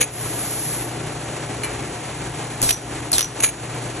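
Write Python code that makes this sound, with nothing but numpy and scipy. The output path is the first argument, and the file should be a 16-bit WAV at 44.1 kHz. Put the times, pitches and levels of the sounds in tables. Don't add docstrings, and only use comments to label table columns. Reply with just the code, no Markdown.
import sys
import numpy as np
from scipy import signal
from scipy.fft import rfft, irfft
from scipy.io import wavfile
from scipy.ndimage import uniform_filter1d, minimum_filter1d

SR = 44100
rng = np.random.default_rng(int(sys.argv[2]) if len(sys.argv) > 2 else 0)


def log_audio(samples):
    frames = np.atleast_2d(samples).T
    limited = np.clip(frames, -1, 1)
    pcm = np.round(limited * 32767).astype(np.int16)
    wavfile.write(sys.argv[1], SR, pcm)


N = 176400
T = np.arange(N) / SR
FREQS = np.arange(N // 2 + 1) * SR / N
SIDES = np.array([[1], [-1]])


def from_db(db):
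    return 10 ** (np.asarray(db) / 20)


def at_hz(points):
    hz, value = np.transpose(points)
    return np.interp(np.log(FREQS + 1), np.log(hz + 1), value)


def drift(hz):
    slow = irfft(rfft(rng.standard_normal(N)) / (1 + (FREQS / hz) ** 2), N)
    return (slow - slow.mean()) / slow.std()


def noise(spectrum):
    # (frequency [Hz], side minus mid [dB])
    diffuse_share = [(100, -44), (300, -21), (700, -6.5), (1500, -20), (4000, -1), (6000, -15),
                     (10000, -46)]
    mid, side = rfft(rng.standard_normal((2, N)))
    spread = from_db(at_hz(diffuse_share))
    pair = (mid + spread * side * SIDES) / np.sqrt(1 + spread ** 2)
    return irfft(pair * from_db(at_hz(spectrum)), N) * np.sqrt(SR / 2)


def rough_tone(phase, width_hz=380):
    return drift(width_hz) * np.sin(phase) + drift(width_hz) * np.cos(phase)


def cracks(hits, spectrum, t60_s, attack_s=1 / SR):
    power = 0
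    for start, db in hits:
        rise = np.clip((T - start) / attack_s, 0, 1)
        decay_db = 60 * np.clip((T - start) / t60_s, 0, 2)
        power += (rise * from_db(db - decay_db)) ** 2
    return np.sqrt(power) * noise(spectrum)


def ringing(hits, modes, scatter_db=1.5):
    times, hit_db = np.transpose(hits)
    samples = np.clip(times * SR, 0, N - 1).astype(int)
    push = rng.choice([-1, 1], len(times))
    out = np.zeros(N)
    for hz, mode_db, t60 in modes:
        clicks = np.zeros(N)
        clicks[samples] = push * from_db(hit_db + mode_db + scatter_db * rng.standard_normal(len(times)))
        decay, step = np.exp(-np.log(1000) / (t60 * SR)), 2 * np.pi * hz / SR
        out += signal.lfilter([0, np.sin(step)], [1, -2 * decay * np.cos(step), decay ** 2], clicks + 1e-18)
    return out


def hall_reverb(x, level_db=-16.5, t60_s=0.64, onset_s=0.00089, wall_cut_hz=10500):
    t = T[:SR]
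    envelope = np.exp(-np.log(1000) * t / t60_s) * np.minimum(t / onset_s, 1)
    mid, side = rng.standard_normal((2, SR)) * envelope
    tail = mid + 0.26 * side * SIDES
    tail /= np.sqrt(np.sum(tail[0] ** 2))
    tail = signal.sosfilt(signal.butter(5, wall_cut_hz, fs=SR, output="sos"), tail)
    return from_db(level_db) * signal.fftconvolve(x, tail, axes=1)[:, :N]


def machinery(wander_hz=0.79, flutter_db=1.22):
    # (frequency [Hz], level [dB], waver [dB])
    tones = [(119.6, -36.5, 2.5), (149.7, -41.5, -3), (298.6, -48.5, 5), (331, -49, 4.5), (420, -50, 3),
             (715, -46.5, 2.5)]
    # (frequency [Hz], level [dB/Hz])
    rumble = [(22, -82), (52, -59.5), (95, -62.5), (140, -60), (205, -63), (310, -59), (520, -64),
              (800, -64), (1200, -68.5), (2200, -70), (3500, -75), (4500, -76), (5200, -79), (7200, -74),
              (9200, -63), (10200, -84.5), (11200, -89), (12300, -112)]
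    hum = 0
    for hz, db, waver_db in tones:
        amplitude = np.sqrt(2) * from_db(db + waver_db * drift(hz=10.6))
        phase = 2 * np.pi * np.cumsum(hz + wander_hz * drift(hz=1.53)) / SR
        hum += amplitude * np.sin(phase)
    return hum + noise(rumble) * from_db(flutter_db * drift(hz=21.5))


def dosing_cylinder():
    # (time [s], level [dB])
    air_flow = [(.05, -36), (.14, -2), (.27, -1), (.45, 2), (.75, 3), (.86, -4), (1.0, -29), (1.2, -70)]
    # (frequency [Hz], level [dB])
    air_colour = [(1500, -81.5), (4000, -78), (6500, -74), (8500, -67), (10000, -71), (11300, -62.5),
                  (15000, -80)]
    air = from_db(np.interp(T, *np.transpose(air_flow))) * noise(air_colour)
    # (time [s], level [dB])
    churn_level = [(.5, -25), (.85, 4.5), (1.15, -1.5), (1.8, 3.5), (2.15, -18), (2.5, -5)]
    # (frequency [Hz], level [dB])
    churn_colour = [(150, -92), (270, -70), (400, -65), (520, -68), (900, -74), (2000, -110)]
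    churn = from_db(np.interp(T, *np.transpose(churn_level))) * noise(churn_colour)
    # (time [s], level [dB])
    stops = [(1.634, 3), (1.644, -3)]
    # (frequency [Hz], level [dB])
    knock_colour = [(300, -66), (1500, -68), (2400, -68), (3500, -71), (4200, -69), (5200, -75),
                    (9500, -58), (14000, -84)]
    # (frequency [Hz], level [dB], t60 [s])
    cylinder_modes = [(2335, -34, .22), (2950, -37, .1), (4150, -30, .04)]
    knock = cracks(stops, knock_colour, t60_s=0.09) + ringing(stops, cylinder_modes)
    # (frequency [Hz], level [dB])
    shudder_colour = [(500, -76), (1400, -72), (2400, -69.5), (3500, -82), (7000, -87), (12000, -125)]
    return air + churn + knock + cracks(stops, shudder_colour, t60_s=1)


def exhausts(attack_s=.002, release_s=.012, whistle_hz=4700, sag_hz_per_s=29000, fade_db_per_s=228):
    # (time [s], length [s], air level [dB], sag [dB/s], whistle level [dB])
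    vents = [(2.625, 0.11, 1.5, 79, -30), (3.1284, 0.13, 3, 163, -14.5)]
    # (frequency [Hz], level [dB])
    air_colour = [(100, -52), (800, -59), (2000, -67), (4500, -60), (6000, -58), (7300, -61.5), (9000, -32),
                  (10000, -64.5), (11300, -51), (15000, -72)]
    air, out = noise(air_colour), 0
    for start, length, air_db, sag_db_per_s, whistle_db in vents:
        age = np.clip(T - start, 0, 2 * length + .1)
        closing = np.exp(-np.maximum(age - length, 0) / release_s)
        pressure = np.minimum(age / attack_s, 1) * from_db(-sag_db_per_s * age) * closing
        phase = 2 * np.pi * np.cumsum(whistle_hz - sag_hz_per_s * age) / SR
        whistle = rough_tone(phase) + from_db(1.5) * rough_tone(2 * phase)
        out += pressure * (from_db(air_db) * air + from_db(whistle_db - fade_db_per_s * age) * whistle)
    return out


def gates():
    # (time [s], level [dB])
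    valve_ticks = [(2.6168, 9), (2.6202, -4), (3.1172, 1), (3.1188, 2), (3.1212, -3)]
    # (frequency [Hz], level [dB])
    tick_colour = [(300, -90), (1500, -66), (4500, -68), (6500, -56), (10000, -53), (15000, -53)]
    # (time [s], clack level [dB], ring level [dB])
    pin_hits = [(2.691, 6.5, 1), (2.6945, 2, -1), (2.7002, -1, -8), (2.7068, 7.5, -7), (2.7092, 2, -12),
                (2.7285, -13, 3), (2.7435, -19, 2), (2.764, -30, -9), (3.1822, 8.5, -6), (3.1925, 5, 5),
                (3.2075, 7, -3), (3.2165, -2, -12), (3.228, -6, 6), (3.245, -9, 1)]
    # (frequency [Hz], level [dB])
    clack_colour = [(200, -63), (900, -59), (2200, -56.5), (3500, -50.5), (4800, -54), (7000, -55),
                    (10000, -54), (12000, -53), (15000, -46)]
    # (frequency [Hz], level [dB], t60 [s])
    pin_modes = [(5830, -25, .11), (5889, -22, .12), (6015, -27, .08), (6090, -29, .08)]
    clacks = cracks([(time, db) for time, db, _ in pin_hits], clack_colour, t60_s=.025)
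    ring = ringing([(time, db) for time, _, db in pin_hits], pin_modes)
    return cracks(valve_ticks, tick_colour, t60_s=.011) + exhausts() + clacks + ring


def jars(settle_s=.3):
    # (time [s], level [dB])
    knocks = [(.0065, -5), (.0105, -1), (.0135, 2.5), (.018, 2), (.026, 0), (.029, -1), (.033, -6),
              (.040, -8), (3.4035, -5), (3.425, -6), (3.431, -4), (3.4358, 5.5), (3.4415, 4), (3.4445, 3),
              (3.449, 0), (3.456, -5), (3.4605, -3), (3.466, -4), (3.477, -6), (3.487, -9), (3.492, -9)]
    # (frequency [Hz], level [dB])
    crack_colour = [(150, -58), (430, -53), (900, -59), (1600, -54), (2350, -46.5), (3300, -53.5),
                    (4200, -52), (5400, -60), (6750, -48), (7600, -54), (8800, -46), (10300, -52),
                    (12500, -63), (13450, -40), (14300, -80)]
    # (frequency [Hz], level [dB], t60 [s])
    rim_modes = [(6487, -22, .075), (6790, -22, .05), (6910, -26, .05), (9885, -29, .06), (10100, -26, .06),
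                 (10300, -27, .03), (10600, -22, .02)]
    out = cracks(knocks, crack_colour, t60_s=0.025, attack_s=.0012) + ringing(knocks, rim_modes)
    # (time [s], level [dB])
    thuds = [(.001, -3), (.0135, 4.5), (3.436, -6)]
    # (frequency [Hz], level [dB], t60 [s])
    body_modes = [(470, -27, .09), (515, -31, .07), (765, -33, .06)]
    out += ringing(thuds, body_modes)
    # (time [s], wall pitch [Hz])
    arrivals = [(0, 2520), (3.4, 2349)]
    # (frequency [multiple of the wall pitch], level [dB], t60 [s])
    wall_modes = [(.735, -38, .06), (.91, -35, .05), (.945, -33, .06), (1, -30, .08)]
    for start, wall_hz in arrivals:
        hits = [(time, db) for time, db in knocks if start <= time < start + settle_s]
        out += ringing(hits, [(ratio * wall_hz, db, t60) for ratio, db, t60 in wall_modes])
    return out


def scene():
    clatter = gates() + jars()
    return machinery() + dosing_cylinder() + clatter + hall_reverb(clatter)


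def microphone_ports(x):
    # (frequency [Hz], gain [dB])
    resonance = [(8000, -0.5), (9200, -18), (9950, 15.5), (10800, -4.5), (12000, -10.5), (15000, -20)]
    # (frequency [Hz], phase [rad])
    left_lead = [(0, 0), (780, -0.4), (3000, 0.45), (4130, 1.0), (4910, 3.4), (5680, 6.3), (6720, 6.9),
                 (8350, 9.3), (9560, 9.6), (11800, 12.5), (13900, 12.6), (14800, 15.6)]
    # (frequency [Hz], left minus right [dB])
    balance = [(60, 0.0), (130, 1.0), (290, 3.0), (640, 3.5), (1410, 0.5), (3100, 0.0)]
    gain = from_db(at_hz(resonance) + SIDES / 2 * at_hz(balance))
    phase = SIDES / 2 * np.interp(FREQS, *np.transpose(left_lead))
    impulse = irfft(gain * np.exp(1j * phase), N)
    taps = np.roll(impulse, 256, axis=1)[:, :513] * np.hanning(513)
    return signal.fftconvolve(x, taps, mode="same", axes=1)


def gain_control(x, threshold_db=-19.5, share=0.43, attack_s=0.015, hold_s=0.13, release_db_per_s=81):
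    power = uniform_filter1d(np.mean(x ** 2, axis=0), size=441)
    level_db = 10 * np.log10(np.abs(power) + 1e-12)
    cut_db = share * np.maximum(level_db - threshold_db, 0)
    hold = int(hold_s * SR)
    held_db = -minimum_filter1d(-cut_db, hold, origin=(hold - 1) // 2, mode="constant")
    released_db = np.maximum.accumulate(held_db + release_db_per_s * T) - release_db_per_s * T
    lag = np.exp(-1 / (attack_s * SR))
    return x * from_db(-signal.lfilter([1 - lag], [1, -lag], released_db))


def record(dry):
    x = np.clip(gain_control(microphone_ports(dry)), -1, 1)
    return signal.sosfilt(signal.ellip(12, .2, 100, 15700, fs=SR, output="sos"), x)


dry = scene()
out = record(dry)
log_audio(out)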